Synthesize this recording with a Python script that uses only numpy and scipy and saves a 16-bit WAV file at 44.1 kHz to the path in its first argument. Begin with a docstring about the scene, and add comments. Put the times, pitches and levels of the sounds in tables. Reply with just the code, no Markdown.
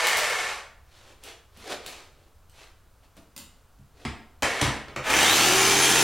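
"""A jigsaw coasts to rest in a hard-walled workshop, jerks once, then spins up and rasps through an aluminum boat hull.
Its rattle and rasp are filtered noise chopped by the strokes; hum, gears and whistle are tones tied to the crank.
In between, sleeves and shoes scuff as it is carried, and it clicks and knocks against the rim: short noise bursts
and fading tones. Noisy room tails surround all of these, over a low rumble and a faint hiss."""
import sys
import numpy as np
from scipy import signal
from scipy.fft import rfft, irfft, next_fast_len
from scipy.io import wavfile
from scipy.ndimage import map_coordinates

SR = 44100
rng = np.random.default_rng(int(sys.argv[2]) if len(sys.argv) > 2 else 0)


def materialize(psi):
    """Save the field psi as 16-bit PCM at rate SR to the path in sys.argv[1].

    A 1-D psi becomes a single channel; in a 2-D psi each row is a channel.
    """
    bounded = np.clip(np.atleast_2d(psi).T, -1, 1)
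    quanta = np.round(bounded * 32767).astype(np.int16)
    wavfile.write(sys.argv[1], SR, quanta)


N = 265923  # length in samples
T = np.arange(N) / SR  # time in seconds


def amp(db):
    """Turn decibels into a gain."""
    return 10 ** (np.asarray(db) / 20)


def unit(x):
    """Scale a sound to an rms of 1."""
    return x / np.sqrt(np.mean(x ** 2) + 1e-20)


def along(points, hz):
    """Read a curve of (Hz, value) points on a logarithmic frequency axis."""
    f, v = np.transpose(points)
    return np.interp(np.log(hz + 1), np.log(f + 1), v)


def wobble(rate):
    """A smooth random curve, with rate random points a second."""
    points = rng.standard_normal(int(N * rate / SR) + 4)
    return map_coordinates(points, [T * rate], order=2)


def filtered(x, response):
    """Multiply the spectrum of x by a response of frequency."""
    n = x.shape[-1]
    padded = next_fast_len(n + 8192)
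    spectrum = rfft(x, padded) * response(np.fft.rfftfreq(padded, 1 / SR))
    return irfft(spectrum, padded)[..., :n]


def noise(colour, shape=lambda hz: 1, size=N):
    """Random noise with a given colour and an rms of 1."""
    white = rng.standard_normal(size)
    return unit(filtered(white, lambda hz: amp(along(colour, hz)) * shape(hz)))


def above(hz, edge_hz):
    """Gain of a steep filter that passes what lies above the edge."""
    return np.sqrt(1 - below(hz, edge_hz) ** 2)


def below(hz, edge_hz):
    """Gain of a steep filter that passes what lies below the edge."""
    return 1 / np.sqrt(1 + (hz / edge_hz) ** 8)


def add(track, s, sound):
    """Mix a sound into the track at s seconds."""
    part = track[max(round(s * SR), 0):][:len(sound)]
    part += sound[:len(part)]


# How long the room rings. Each row: frequency in Hz, time to fade by 60 dB in seconds.
ROOM_FADE = [(60, 0.37), (300, 0.57), (1000, 0.58), (3000, 0.49), (7000, 0.41), (14000, 0.3)]


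def room(x, direct_db, build=0.002, drift=0.801):
    """Mid and side signals: direct sound plus a diffuse noisy tail that changes as the worker moves."""
    hz, t, grid = signal.stft(rng.standard_normal((2, 2, SR * 2 // 3)), SR, nperseg=256)
    fade = amp(-60 * t / along(ROOM_FADE, hz)[:, None])
    tails = signal.istft(grid * fade * (1 - np.exp(-t / build)), SR, nperseg=256)[1]
    tails = tails / np.linalg.norm(tails[0, 0])
    one, other = signal.fftconvolve(x[None, None], tails, axes=2)[..., :N]
    # turn steadily between two sets of tails, drift turns a second
    angle = 2 * np.pi * drift * T
    mid, side = np.cos(angle) * one + np.sin(angle) * other
    direct = amp(direct_db)
    return np.array([(mid + direct * x) / np.hypot(1, direct), side])


# Colour of the background. Each row: frequency in Hz, noise level per Hz in dB.
FLOOR_COLOUR = [(20, -0.5), (45, -1.5), (85, -1), (150, -15.5), (260, -22), (600, -21), (1400, -22.5),
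                (1900, -30.5), (16000, -38.5)]
FLOOR_DB = -56.5


def floor():
    """The workshop's low rumble and faint hiss: separate noise in mid and side."""
    return amp(FLOOR_DB) * np.array([noise(FLOOR_COLOUR), noise(FLOOR_COLOUR)])


# Colours of brushing cloth and a dragging sole. Each row: frequency in Hz, noise level per Hz in dB.
CLOTH_COLOUR = [(150, -42), (250, -14.5), (367, -4.5), (761, -3), (831, -4), (3840, -5), (11100, -19.5),
                (16000, -34)]
SOLE_COLOUR = [(120, -21), (260, -0.5), (500, 2.5), (750, -2), (1100, -27), (2500, -53)]
# Scuffs of sleeves and shoes.
# Each row: loudest moment in seconds, cloth level in dB, sole level in dB, half length in seconds.
SCUFFS = [(0.975, -56, -72, 0.055), (1.092, -55, -57, 0.035), (1.284, -44.5, -54.5, 0.034),
          (1.635, -48.5, -60, 0.05), (1.679, -47, -41, 0.015), (1.722, -34.5, -35.5, 0.018),
          (1.893, -47, -57, 0.035), (1.963, -50, -63, 0.069), (2.22, -67, -64, 0.054),
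          (2.607, -50.5, -72, 0.045), (3.045, -62, -68, 0.013), (3.179, -54.5, -57, .012),
          (4.035, -56, -54.5, 0.047)]


def scuffs(grain_db=2.0):
    """Cloth brushes in short grainy swells; a sole drags on the concrete."""
    cloth, sole = np.zeros((2, N))
    for s, cloth_db, sole_db, half in SCUFFS:
        swell = np.exp(-((T - s) / half) ** 2 / 2)
        cloth += amp(cloth_db) * swell
        sole += amp(sole_db) * swell
    grains = unit(amp(grain_db * wobble(300)))
    return grains * (cloth * noise(CLOTH_COLOUR) + sole * noise(SOLE_COLOUR))


# Colours of a hard tick and of the plastic housing. Each row: frequency in Hz, noise level per Hz in dB.
CLICK_COLOUR = [(150, -42), (500, -23), (3000, -7), (9000, -10), (16000, -14.5)]
HOUSING_COLOUR = [(90, -33), (210, 0.5), (450, -17.5), (1200, -20.5), (2500, -43)]
# Tones of the saw's steel shoe.
# Each row: frequency in Hz, level in dB before a small random change, time to fade by 60 dB in seconds.
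STEEL_TONES = [(2900, 5.5, 0.5), (5360, -11, .3), (7000, -11, .3), (8760, -7, .38), (13000, -12, .28)]
# Clicks of small hard parts of the saw.
# Each row: start in seconds, tick level in dB, ring level in dB, housing level in dB.
CLICKS = [(0.0696, -13, -38, -53), (0.1702, -15.5, -40, -60.5), (0.298, -24, -59, -66),
          (1.2373, -33, -58, -65), (1.5723, -44, -72, -52), (1.863, -27.5, -62.5, -51),
          (2.4967, -47.5, -79, -63), (3.168, -46.5, -84, -42), (3.3641, -29, -67, -41),
          (3.378, -30.5, -63, -45.5)]


def clicks(tick_t60=0.016, housing_t60=0.068):
    """A short tick sets the steel shoe ringing and bumps the plastic housing."""
    out, t = np.zeros(N), np.arange(SR // 2) / SR
    for s, tick_db, ring_db, housing_db in CLICKS:
        ring = np.zeros(len(t))
        for hz, level_db, t60 in STEEL_TONES:
            fade = amp(level_db + rng.normal(0, 1.5) - 60 * t / t60)
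            ring += fade * np.sin(2 * np.pi * hz * t)
        tick = amp(tick_db - 60 * t / tick_t60) * noise(CLICK_COLOUR, size=len(t))
        housing = amp(housing_db - 60 * t / housing_t60) * noise(HOUSING_COLOUR, size=len(t))
        add(out, s, tick + amp(ring_db) * ring + housing)
    return out


# Colour of a blow on the rim. Each row: frequency in Hz, noise level per Hz in dB.
KNOCK_COLOUR = [(150, -34), (250, -7), (367, 2), (566, -4), (686, -5), (1330, -6), (1450, -6.5), (2320, -6),
                (8850, -29), (13200, -46), (16000, -59.5)]
# The saw hitting the rim; the thuds below use these blows too.
# Each row: start in seconds, crack level in dB, thud level in dB, bright edge level in dB.
KNOCKS = [(3.787, -67, -48, -68), (4.051, -21.5, -27, -41), (4.423, -17, -39.5, -23),
          (4.431, -16.5, -31.5, -20), (4.614, -18, -22, -15.5), (4.627, -15.5, -21.5, -33),
          (4.666, -20, -25.5, -32), (4.882, -34, -47, -51), (4.962, -21, -35.5, -39)]


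def knocks(crack_t60=0.05, edge_t60=0.025):
    """Each blow cracks on the rim, with a bright edge where steel meets aluminum."""
    out, t = np.zeros(N), np.arange(SR // 2) / SR
    for s, crack_db, _, edge_db in KNOCKS:
        crack = amp(crack_db - 60 * t / crack_t60) * noise(KNOCK_COLOUR, size=len(t))
        bright = noise(CLICK_COLOUR, lambda hz: above(hz, 2500) * below(hz, 9500), size=len(t))
        edge = amp(edge_db - 60 * t / edge_t60) * bright
        add(out, s, crack + edge)
    return out


# Bending tones of the hull's side, with pitch and level varied a little at random for each blow.
# Each row: middle frequency in Hz, middle level in dB, time to fade by 60 dB in seconds.
PANEL_TONES = [(53, -6, 0.23), (72, -3.5, 0.28), (105, -5.5, 0.22), (136, 0, 0.19), (206.4, 0, 0.16),
               (271, 1, 0.12)]


def thuds(rise=0.0082):
    """The wide side panel takes a moment to bend under each blow, then booms briefly."""
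    out, t = np.zeros(N), np.arange(SR // 2) / SR
    for s, _, thud_db, _ in KNOCKS:
        boom = np.zeros(len(t))
        for hz, db, t60 in PANEL_TONES:
            fade = amp(db + rng.normal(0, 1.9) - 60 * t / t60)
            cycles = hz * (1 + 0.051 * rng.normal()) * t
            boom += fade * np.sin(2 * np.pi * (cycles + rng.random()))
        add(out, s, amp(thud_db) * (1 - np.exp(-t / rise)) * boom)
    return out


FRICTION_HZ_PER_S = 18.5  # stroke rate lost each second with the power off


def coasting(s, start_speed):
    """Stroke rate with the power off: friction slows the crank evenly to rest."""
    return (T >= s) * np.maximum(start_speed - FRICTION_HZ_PER_S * (T - s), 0)


SLACK_SPEED = 5.8  # strokes a second at which the rattle gain is one half


def rattling(speed):
    """Gain of the loose linkage, which falls silent as the crank comes to rest."""
    return speed ** 2 / (speed ** 2 + SLACK_SPEED ** 2)


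TRIGGER_S, SPIN_UP_S = 5.05, 0.196  # trigger held from here; time to gain 63% of full speed


def powered():
    """Share of full speed: the motor closes in on it exponentially once the trigger is held."""
    return 1 - np.exp(-np.maximum(T - TRIGGER_S, 0) / SPIN_UP_S)


def torque():
    """Share of full torque: greatest at the start, fading as the motor nears full speed."""
    return (T > TRIGGER_S) * (1 - powered())


# The saw running down, first after a free run and then after a touch of the trigger.
# Each row: start in seconds, starting speed in strokes a second, rattle level in dB, rasp level in dB.
COASTS = [(0.0, 12.7, -23, -30), (4.425, 8.3, -25, -35)]
FULL_SPEED_HZ = 45.23  # strokes a second


def crank():
    """Strokes completed since the start: the running total of the stroke rate."""
    speed = FULL_SPEED_HZ * powered() + sum(coasting(s, start_speed) for s, start_speed, _, _ in COASTS)
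    return np.cumsum(speed) / SR


def line(turns, multiple, blur, flutter_db):
    """One harmonic of the crank, unsteady in phase and strength."""
    phase = 2 * np.pi * (multiple * turns + rng.random()) + blur * wobble(60)
    return unit(np.sin(phase) * amp(flutter_db * wobble(22)))


# Tones of the armature under torque, heard where they cross housing resonances.
# Each row: multiple of the stroke rate (rounded to a whole number), level in dB,
# resonance frequency in Hz, its spread to either side in Hz.
PULL_LINES = [(71.9, -21.5, 2370, 580), (117.3, -20.5, 2030, 260), (116.3, -22, 3750, 750),
              (349, -28, 12100, 1000)]


def armature_song():
    """The armature sings while it pulls up to speed, strongest as each tone passes a resonance."""
    turns, speed_hz = crank(), FULL_SPEED_HZ * powered()
    song = np.zeros(N)
    for multiple, db, centre_hz, spread_hz in PULL_LINES:
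        radiated = np.exp(-((round(multiple) * speed_hz - centre_hz) / spread_hz) ** 2 / 2)
        tone = line(turns, round(multiple), blur=1.4, flutter_db=4)
        song += amp(db) * np.sqrt(torque()) * radiated * tone
    return song


MESH_DB = -32.5  # level before the speed gain and the filter


def coasting_mesh():
    """The meshing gears sink in pitch and fade as the saw coasts."""
    freewheel = sum(rattling(coasting(s, speed)) for s, speed, _, _ in COASTS)
    mesh = amp(MESH_DB) * freewheel * line(crank(), 72, blur=0.9, flutter_db=4)
    return filtered(mesh, lambda hz: above(hz, 430) ** 4 * below(hz, 800) ** 3)


# Harmonics of the strokes and of the gears. Each row: multiple of the stroke rate, level in dB.
STROKE_LINES = [(2, -19), (3, 1.5), (4, -18), (5, -2), (7, 2.5), (8, -2), (10, -1.5)]
GEAR_LINES = [(18, -18.5), (54, -18), (72, -17), (117, -16.5), (144, -13)]
HUM_DB, GEAR_DB, WHISTLE_DB = -44, -19.5, -31.5  # at full speed
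GEAR_GROWTH, WHISTLE_GROWTH = 3.8, 12  # powers of the speed: these sing out only near the top
BOOM_HZ, BOOM_WIDTH_HZ, BOOM_DB = 375, 45, -27.5  # a panel resonance swept by the ninth stroke harmonic


def whine():
    """Stroke harmonics, gear mesh and motor whistle follow the crank; one harmonic makes a panel boom."""
    turns, speed = crank(), powered()
    hum = sum(amp(db) * line(turns, round(k), blur=0.084, flutter_db=1.5) for k, db in STROKE_LINES)
    gears = sum(amp(db) * line(turns, round(k), blur=0.66, flutter_db=1.5) for k, db in GEAR_LINES)
    detune = (9 * FULL_SPEED_HZ * speed - BOOM_HZ) / (BOOM_WIDTH_HZ / 2)
    boom = line(turns, 9, blur=0.05, flutter_db=0.5) / (1 + detune ** 2)
    whistle = line(turns, 234, blur=0.45, flutter_db=2.5)
    low = amp(HUM_DB) * speed * hum + amp(BOOM_DB) * boom
    high = amp(GEAR_DB) * speed ** GEAR_GROWTH * gears
    high = high + amp(WHISTLE_DB) * speed ** WHISTLE_GROWTH * whistle
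    return room(low, direct_db=20) + room(high, direct_db=2.0)


def chatter(turns, depth_db, teeth_db, grit_db):
    """The blade slaps at both ends of each stroke, and its teeth catch unevenly in between."""
    slap = np.exp(-4 * (2 * turns % 1)) * (1 + 0.1 * np.cos(2 * np.pi * turns))
    return unit(amp(depth_db * slap + teeth_db * wobble(900) + grit_db * wobble(40)))


def sheet(hz, modes, ring_db=4):
    """Narrow resonances of the metal stand out of its dense modes."""
    peaks = sum(amp(db / 2) / (1 + ((hz - f) / (width_hz / 2)) ** 2) for f, width_hz, db in modes)
    return 1 + amp(ring_db) * peaks / 2


def rattle(body, rasp, colour, modes):
    """The metal rings in the middle range while the teeth hiss above it; body and rasp are their gains."""
    low = noise(colour, lambda hz: sheet(hz, modes) * below(hz, 2990))
    high = noise(colour, lambda hz: sheet(hz, modes) * above(hz, 3680))
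    return body * low + rasp * high


def bite(level_db, surge_db, attack_s, lead_s=0.036):
    """Gain in the cut: it rises as the blade bites, is shifted by the torque surge, then holds."""
    age = np.maximum(T - TRIGGER_S + lead_s, 0)
    return (1 - np.exp(-(age / attack_s) ** 2)) * amp(level_db + surge_db * (1 - powered()))


# Colours of coasting, cutting and the shaking hull. Each row: frequency in Hz, noise level per Hz in dB.
COAST_COLOUR = [(150, -37), (270, -26), (450, -3), (900, -0.5), (1800, -2), (4000, -2.5), (8000, -8.5),
                (12000, -18.5), (16000, -36.5)]
CUT_COLOUR = [(150, -20), (250, -8), (360, -1), (566, -7.5), (788, -3.5), (1450, -5), (3340, -2.5),
              (4990, -7.5), (6360, -5.5), (10700, -14.5), (16000, -22.5)]
SHAKE_COLOUR = [(40, -45), (70, -6), (130, -16.5), (170, 0), (330, -6), (450, -26), (800, -53)]
# Resonances of the gear case and of the hull's sheet.
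# Each row: frequency in Hz, width in Hz, strength in dB (halved when the peak is built).
CASE_MODES = [(1760, 82, 4), (1880, 80, 2), (2156, 69, 5), (2197, 54, 6)]
HULL_MODES = [(792, 32, -5), (880, 15, -15), (1330, 14, 0.5), (1724, 51, 3), (2370, 32, -9), (3130, 22, -8),
              (3650, 33, -3), (5250, 23, -19)]
# In the cut: level in dB, change at full torque in dB, rise time in seconds.
RATTLE_DB, RATTLE_SURGE_DB, RATTLE_ATTACK_S = -24, 3.5, 0.066
RASP_DB, RASP_SURGE_DB, RASP_ATTACK_S = -25, -0.5, 0.1
SHUDDER_DB = -44  # at full speed


def saw():
    """The saw's rattle and rasp, coasting and cutting, and the hull shuddering under the strokes."""
    turns = crank()
    idle = chatter(turns, depth_db=2.5, teeth_db=2.5, grit_db=1)
    loaded = chatter(turns, depth_db=8, teeth_db=1.5, grit_db=0.4)
    coast = np.zeros(N)
    for s, speed, rattle_db, rasp_db in COASTS:
        metal = rattle(amp(rattle_db), amp(rasp_db), COAST_COLOUR, CASE_MODES)
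        coast += rattling(coasting(s, speed)) * metal
    body = bite(RATTLE_DB, RATTLE_SURGE_DB, RATTLE_ATTACK_S)
    rasp = bite(RASP_DB, RASP_SURGE_DB, RASP_ATTACK_S)
    cut = rattle(body, rasp, CUT_COLOUR, HULL_MODES)
    shudder = amp(SHUDDER_DB) * np.sqrt(powered()) * noise(SHAKE_COLOUR)
    return idle * coast + loaded * (cut + shudder)


# Stereo width. Each row: frequency in Hz, gain of the side signal in dB.
WIDTH = [(60, -17), (600, -18.5), (2500, -24), (4200, -30), (6000, -8.5), (8500, -7.5), (15000, -10.5)]


def scene():
    """All sources in the room as left and right, nearly mono except in the treble."""
    tool = room(saw(), direct_db=1.5) + whine() + room(armature_song() + coasting_mesh(), direct_db=4)
    contacts = room(knocks(), direct_db=-2.5) + room(thuds(), direct_db=4.5) + room(clicks(), direct_db=-3)
    mid, side = tool + contacts + room(scuffs(), direct_db=3.5) + floor()
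    side = filtered(side, lambda hz: amp(along(WIDTH, hz)))
    return np.array([mid + side, mid - side])


TOP_HZ = 15950


def record(dry):
    """Round off the highest peaks, then remove everything from TOP_HZ up."""
    held = dry / (1 + np.abs(dry / 0.42) ** 6) ** (1 / 6)
    return filtered(held, lambda hz: hz < TOP_HZ)


dry = scene()
out = record(dry)
materialize(out)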